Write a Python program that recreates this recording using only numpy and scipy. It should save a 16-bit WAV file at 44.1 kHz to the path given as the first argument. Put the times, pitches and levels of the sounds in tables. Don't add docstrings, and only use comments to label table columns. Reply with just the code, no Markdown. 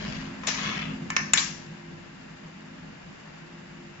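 import sys
import numpy as np
from scipy import signal
from scipy.fft import rfft, irfft
from scipy.io import wavfile
from scipy.ndimage import uniform_filter1d

SR = 44100
rng = np.random.default_rng(int(sys.argv[2]) if len(sys.argv) > 2 else 0)


def to_wav(sig):
    pcm = np.clip(np.atleast_2d(sig), -1, 1) * 32767
    pcm = np.round(pcm).astype(np.int16)
    wavfile.write(sys.argv[1], SR, pcm.T)


N = 176400
T = np.arange(N) / SR
TURN_S = (0.91, 1.97)

# f/Hz, level/dB, T60/s
BLOCK_MODES = [(1071, -10, .22), (1416, -10, .24), (1562, -7, .4), (1735, -1, .24), (1764, -1, .35),
               (1827, -3, .22), (2083, -8, .24), (2226, -2, .2), (2266, -3, .28), (2338, -2, .24),
               (2558, -7, .3), (2880, -2, .12), (3015, -7, .17)]
# f/Hz, correlation
COHERENCE = [(240, 0.54), (490, -0.82), (990, 0.43), (2000, -0.028), (6000, -0.014)]


def impacts():
    # t/s, level/dB, attack/s, T60/s, left-right/dB, room/dB, ruler/dB, block/dB,
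    # then the crack's gain/dB in each of six bands
    blows = [(0.4341, -35.5, 0.001, 0.05, 6, 2.5, -27, -12, 7, 4.5, 2, -9, -10, -16),
             (0.4682, -21.5, 0.0047, 0.024, 4.5, 1, -20, -22, -1, -14.5, 0, -2.5, -1.5, 5),
             (0.4769, -27.5, 0.00092, 0.091, 6.5, -4, -8, -10, 10, 2, 1.5, 0.5, 3, -10),
             (0.4849, -30.5, 0.001, 0.05, 6, -1.5, -8, -16, 8, -2.5, 8, 4.5, 6.5, -9.5),
             (1.1017, -21.5, 0.00075, 0.022, 0.5, -9, -28, -6.5, -8.5, 3.5, 1, -11.5, -6, -1),
             (1.1643, -9.5, 0.001, 0.018, -1.5, -8.5, -30, -12.5, -3, -4.5, 4, -10.5, -2.5, -10),
             (1.3340, -11, 0.0016, 0.026, 1.5, -5.5, -22, -10.5, -10, -3.5, 1.5, -2.5, -4.5, 12.5),
             (1.3740, -21, 0.00055, 0.022, 4.5, 2, 1, -8, -0.5, -5, 2, 2, 4, 1.5),
             (1.3795, -25, 0.0005, 0.024, 2, -4, 7, -4, 0, -4, 2, 4, -1, -5) ]
    direct, echo = np.zeros((2, 2, N))
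    for start, db, attack_s, t60, left_db, room_db, ruler_db, block_db, *bands_db in blows:
        crack = table_crack(attack_s, t60, bands_db)
        ring = ruler_and_block(attack_s, ruler_db, block_db)
        add(direct, start, amp(db) * (crack + ring) * pan(left_db))
        add(echo, start, amp(db + room_db) * reverberation(crack))
    return direct, echo


def table_crack(attack_s, t60, bands_db, contact_s=.0012):
    # f/Hz, level/dB
    response = [(60, -35.5), (200, -35.5), (450, -7.5), (750, -1), (1100, 6), (1400, 0.5), (1750, 3.5),
                (2800, 2.5), (3200, 2.5), (3700, 5.5), (4400, -2), (5300, 1), (7200, 1.5), (7700, -9),
                (8300, -23), (8800, -36)]
    band_hz = [550, 1120, 2150, 3430, 6050, 7100]
    t, f = np.arange(SR // 2) / SR, np.fft.rfftfreq(2048, 1 / SR)
    rise = np.minimum(t / attack_s, 1)
    envelope = rise * amp(-60 * np.maximum(t - attack_s - contact_s, 0) / t60)
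    grain = rng.standard_normal((2, len(t)))
    spectrum = rfft((grain + 0.16 * grain[::-1]) * envelope)
    local_rms = np.sqrt(uniform_filter1d(abs(spectrum) ** 2, size=400, axis=1))
    white_burst = irfft(spectrum / local_rms, len(t)) * np.linalg.norm(envelope)
    gain_db = curve(response, f) + curve(list(zip(band_hz, bands_db)), f)
    return amp(3) * minimum_phase(white_burst * (t < t[-1] / 2), gain_db)[:, :len(t)]


def ruler_and_block(attack_s, ruler_db, block_db):
    # f/Hz, level/dB, T60/s
    ruler_modes = [(3416, 0, .07), (3582, 2, .06), (3655, 1, .055), (3723, 1, .06), (3887, 1, .08),
                   (4032, 2, .085), (4108, -6, .12), (6780, -12, .27), (6979, -12, .26), (7111, -14, .25),
                   (7396, -14, .25)]
    t = np.arange(SR // 2) / SR
    ring = amp(ruler_db) * ringing(ruler_modes, t) + amp(block_db) * ringing(BLOCK_MODES, t)
    return amp(-7) * ring * np.minimum(t / attack_s, 1)


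def ringing(modes, t):
    return sum(amp(db - 60 * t / t60) * np.sin(2 * np.pi * (hz * t + rng.random((2, 1))))
               for hz, db, t60 in modes)


def scrapes(dull_db=-17):
    # start t/s, fastest t/s, end t/s, level/dB, left-right/dB, treble/dB, body/dB
    slides = [(-.2, 0.092, 0.42, -40.5, 1.5, 5, 3), (.46, 0.63, 1.04, -31.7, 2.5, 1, -3.5)]
    # f/Hz, density level/dB
    friction_spectrum = [(240, -41.5), (400, -1.5), (447, -8), (630, -3), (888, -10), (1020, 0), (1400, -4),
                         (1810, 1), (2640, -1), (3820, -7), (4270, -9), (6720, -15), (7500, -24),
                         (9750, -48), (16500, -120)]
    # f/Hz, density level/dB
    rumble_spectrum = [(20, -17), (45, 1), (75, -7), (110, -1.5), (140, -9), (300, -25.5), (800, -63.5)]
    mix = np.zeros((2, N))
    for start, fastest, end, db, left_db, treble_db, body_db in slides:
        speed = np.sin(np.pi * np.interp(T, [start, fastest, end], [0, .5, 1])).clip(1e-4)
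        rub = moving_contact(noise(friction_spectrum, COHERENCE))
        rub *= amp(2 * drift(hz=250))
        ring = signal.fftconvolve(rub, ringing(BLOCK_MODES, T[:SR // 4]), axes=1)[:, :N]
        rub += amp(-13) * unit_rms(ring)
        body = signal.sosfiltfilt(signal.butter(3, 850, fs=SR, output="sos"), rub)
        treble = signal.sosfiltfilt(signal.butter(3, 4000, "high", fs=SR, output="sos"), rub)
        rub += body * (amp(body_db) - 1)
        rub += treble * (amp(treble_db + dull_db * (1 - speed)) - 1)
        rumble = noise(rumble_spectrum, [(60, 1.0), (300, 0.92)]) * amp(-49.5 + body_db)
        mix += (rub * amp(db) * pan(left_db) + rumble) * speed ** 1.8
    return mix


def moving_contact(rub, depth_db=4):
    spectra = signal.stft(rub, nperseg=2048, noverlap=1536)[2]
    patches = uniform_filter1d(rng.standard_normal(spectra.shape[1:]), size=4, axis=0)
    patches = unit_rms(uniform_filter1d(patches, size=10, axis=1))
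    shifted = signal.istft(spectra * amp(depth_db * patches), nperseg=2048, noverlap=1536)[1]
    return unit_rms(shifted[:, :N])


def reverberation(x, build_s=.012):
    # f/Hz, T60/s
    decay = [(200, 0.04), (1000, 0.42), (2200, 0.49), (4000, 0.53), (6500, .5)]
    # f/Hz, level/dB
    tone = [(200, -9.5), (1000, 4), (1750, 3.5), (2250, 0), (2800, 2), (3600, -4), (4500, 3.5), (5800, 4.5),
            (7200, -4)]
    hz, t, spectra = signal.stft(rng.standard_normal((2, SR)), SR, nperseg=256)
    spectra *= amp(curve(tone, hz)[:, None] - 60 * t / curve(decay, hz)[:, None])
    tail = signal.istft(spectra, SR, nperseg=256)[1]
    tail *= np.minimum(np.arange(tail.shape[1]) / SR / build_s, 1)
    return signal.fftconvolve(x, tail / np.linalg.norm(tail[0]), axes=1)


def cabinet(throb_hz=6.2, waver_hz=3.2, wander_hz=1.3):
    # f/Hz, density level/dB
    rumble_spectrum = [(20, -25), (32, -18.5), (46, -10), (75, -18.5), (100, -9), (130, -12.5), (148, -2),
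                       (160, 1), (186, -2), (230, -7.5), (295, -10.5), (322, -14), (400, -19), (600, -19),
                       (1200, -57)]
    # f/Hz, level/dB before the turn, level/dB after it, depth of waver
    motor_tones = [(160.7, -52, -56, 0.45), (208.7, -41.5, -56, 0.21), (259.3, -46, -60.5, 0.47),
                   (347.3, -55, -60.5, .55)]
    rumble = noise(rumble_spectrum, [(60, 1.0), (160, 0.94), (280, 0.42), (490, 0)])
    rumble *= amp(np.interp(T, TURN_S, [-39.5, -47.5]) + 1.7 * drift(throb_hz))
    hum = np.zeros(N)
    for hz, facing_db, away_db, waver in motor_tones:
        cycles = np.cumsum(hz + wander_hz * drift(waver_hz)) / SR
        modulation = 1 + waver * (drift(waver_hz) + 1j * drift(waver_hz))
        amplitude = np.sqrt(2) * amp(np.interp(T, TURN_S, [facing_db, away_db]))
        hum += amplitude * (modulation * np.exp(2j * np.pi * cycles)).real
    dip_db = -5 * np.exp(-((T - .45) / .12) ** 2)
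    return (rumble + hum) * amp(dip_db)


def fan():
    # f/Hz, density level/dB
    hiss_spectrum = [(200, -25), (380, -3), (550, -3), (760, -2), (900, -2), (1350, -3), (1790, -1),
                     (2300, -4.5), (2800, -4), (3250, -10.5), (4200, -13.5), (4750, -12.5), (5600, -15.5),
                     (7500, -18)]
    hiss = noise(hiss_spectrum, COHERENCE, ripple_db=1.4)
    return hiss * amp(np.interp(T, TURN_S, [-44, -48.5]) + .4 * drift(hz=18))


def lean_left(x, share):
    # f/Hz, left-right/dB
    balance = [(310, -0.5), (530, 3), (920, 4), (1590, -1), (2740, 3.5), (4720, 7.5), (7400, 13.5),
               (8100, -10)]
    ratio = amp(share * curve(balance, np.fft.rfftfreq(N, 1 / SR)))
    gains = np.array([ratio, np.ones_like(ratio)]) * np.sqrt(2 / (1 + ratio ** 2))
    return irfft(rfft(x) * gains, N)


def noise(spectrum, coherence, ripple_db=0):
    f = np.fft.rfftfreq(N, 1 / SR)
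    left, independent = rfft(rng.standard_normal((2, N)))
    correlation = np.clip(curve(coherence, f), -1, 1)
    right = correlation * left + np.sqrt(1 - correlation ** 2) * independent
    ripple = unit_rms(uniform_filter1d(rng.standard_normal((2, len(f))), size=240, axis=1))
    gain = amp(curve(spectrum, f) + ripple_db * ripple)
    return unit_rms(irfft(np.array([left, right]) * gain, N))


def drift(hz):
    f = np.fft.rfftfreq(N, 1 / SR)
    return unit_rms(irfft(rfft(rng.standard_normal(N)) / (1 + (f / hz) ** 4), N))


def minimum_phase(x, gain_db):
    log_gain = np.log(amp(np.r_[gain_db, gain_db[-2:0:-1]]))
    taps = np.fft.ifft(np.exp(np.conj(signal.hilbert(log_gain)))).real
    return signal.fftconvolve(x, taps[None, :len(gain_db)], axes=1)


def lowpass(x, hz):
    return signal.oaconvolve(x, signal.firwin(801, hz, window=("kaiser", 8), fs=SR)[None], "same")


def amp(db):
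    return 10 ** (np.asarray(db) / 20)


def unit_rms(x):
    return x / np.sqrt(np.mean(x ** 2) + 1e-20)


def curve(points, hz):
    f, value = np.transpose(points)
    return np.interp(np.log(hz + 1), np.log(f + 1), value)


def pan(left_db):
    return amp(np.array([[left_db], [-left_db]]) / 2)


def add(mix, start_s, sound):
    part = mix[:, round(start_s * SR):][:, :sound.shape[1]]
    part += sound[:, :part.shape[1]]


def scene():
    direct, echo = impacts()
    sustained = echo + scrapes() + fan() + cabinet()
    return lean_left(direct, share=.25) + lowpass(lean_left(sustained, share=1), hz=7580)


def record(dry, ceiling=.85):
    rounded = dry / (1 + (dry / ceiling) ** 4) ** .25
    return lowpass(rounded, hz=8750)


dry = scene()
out = record(dry)
to_wav(out)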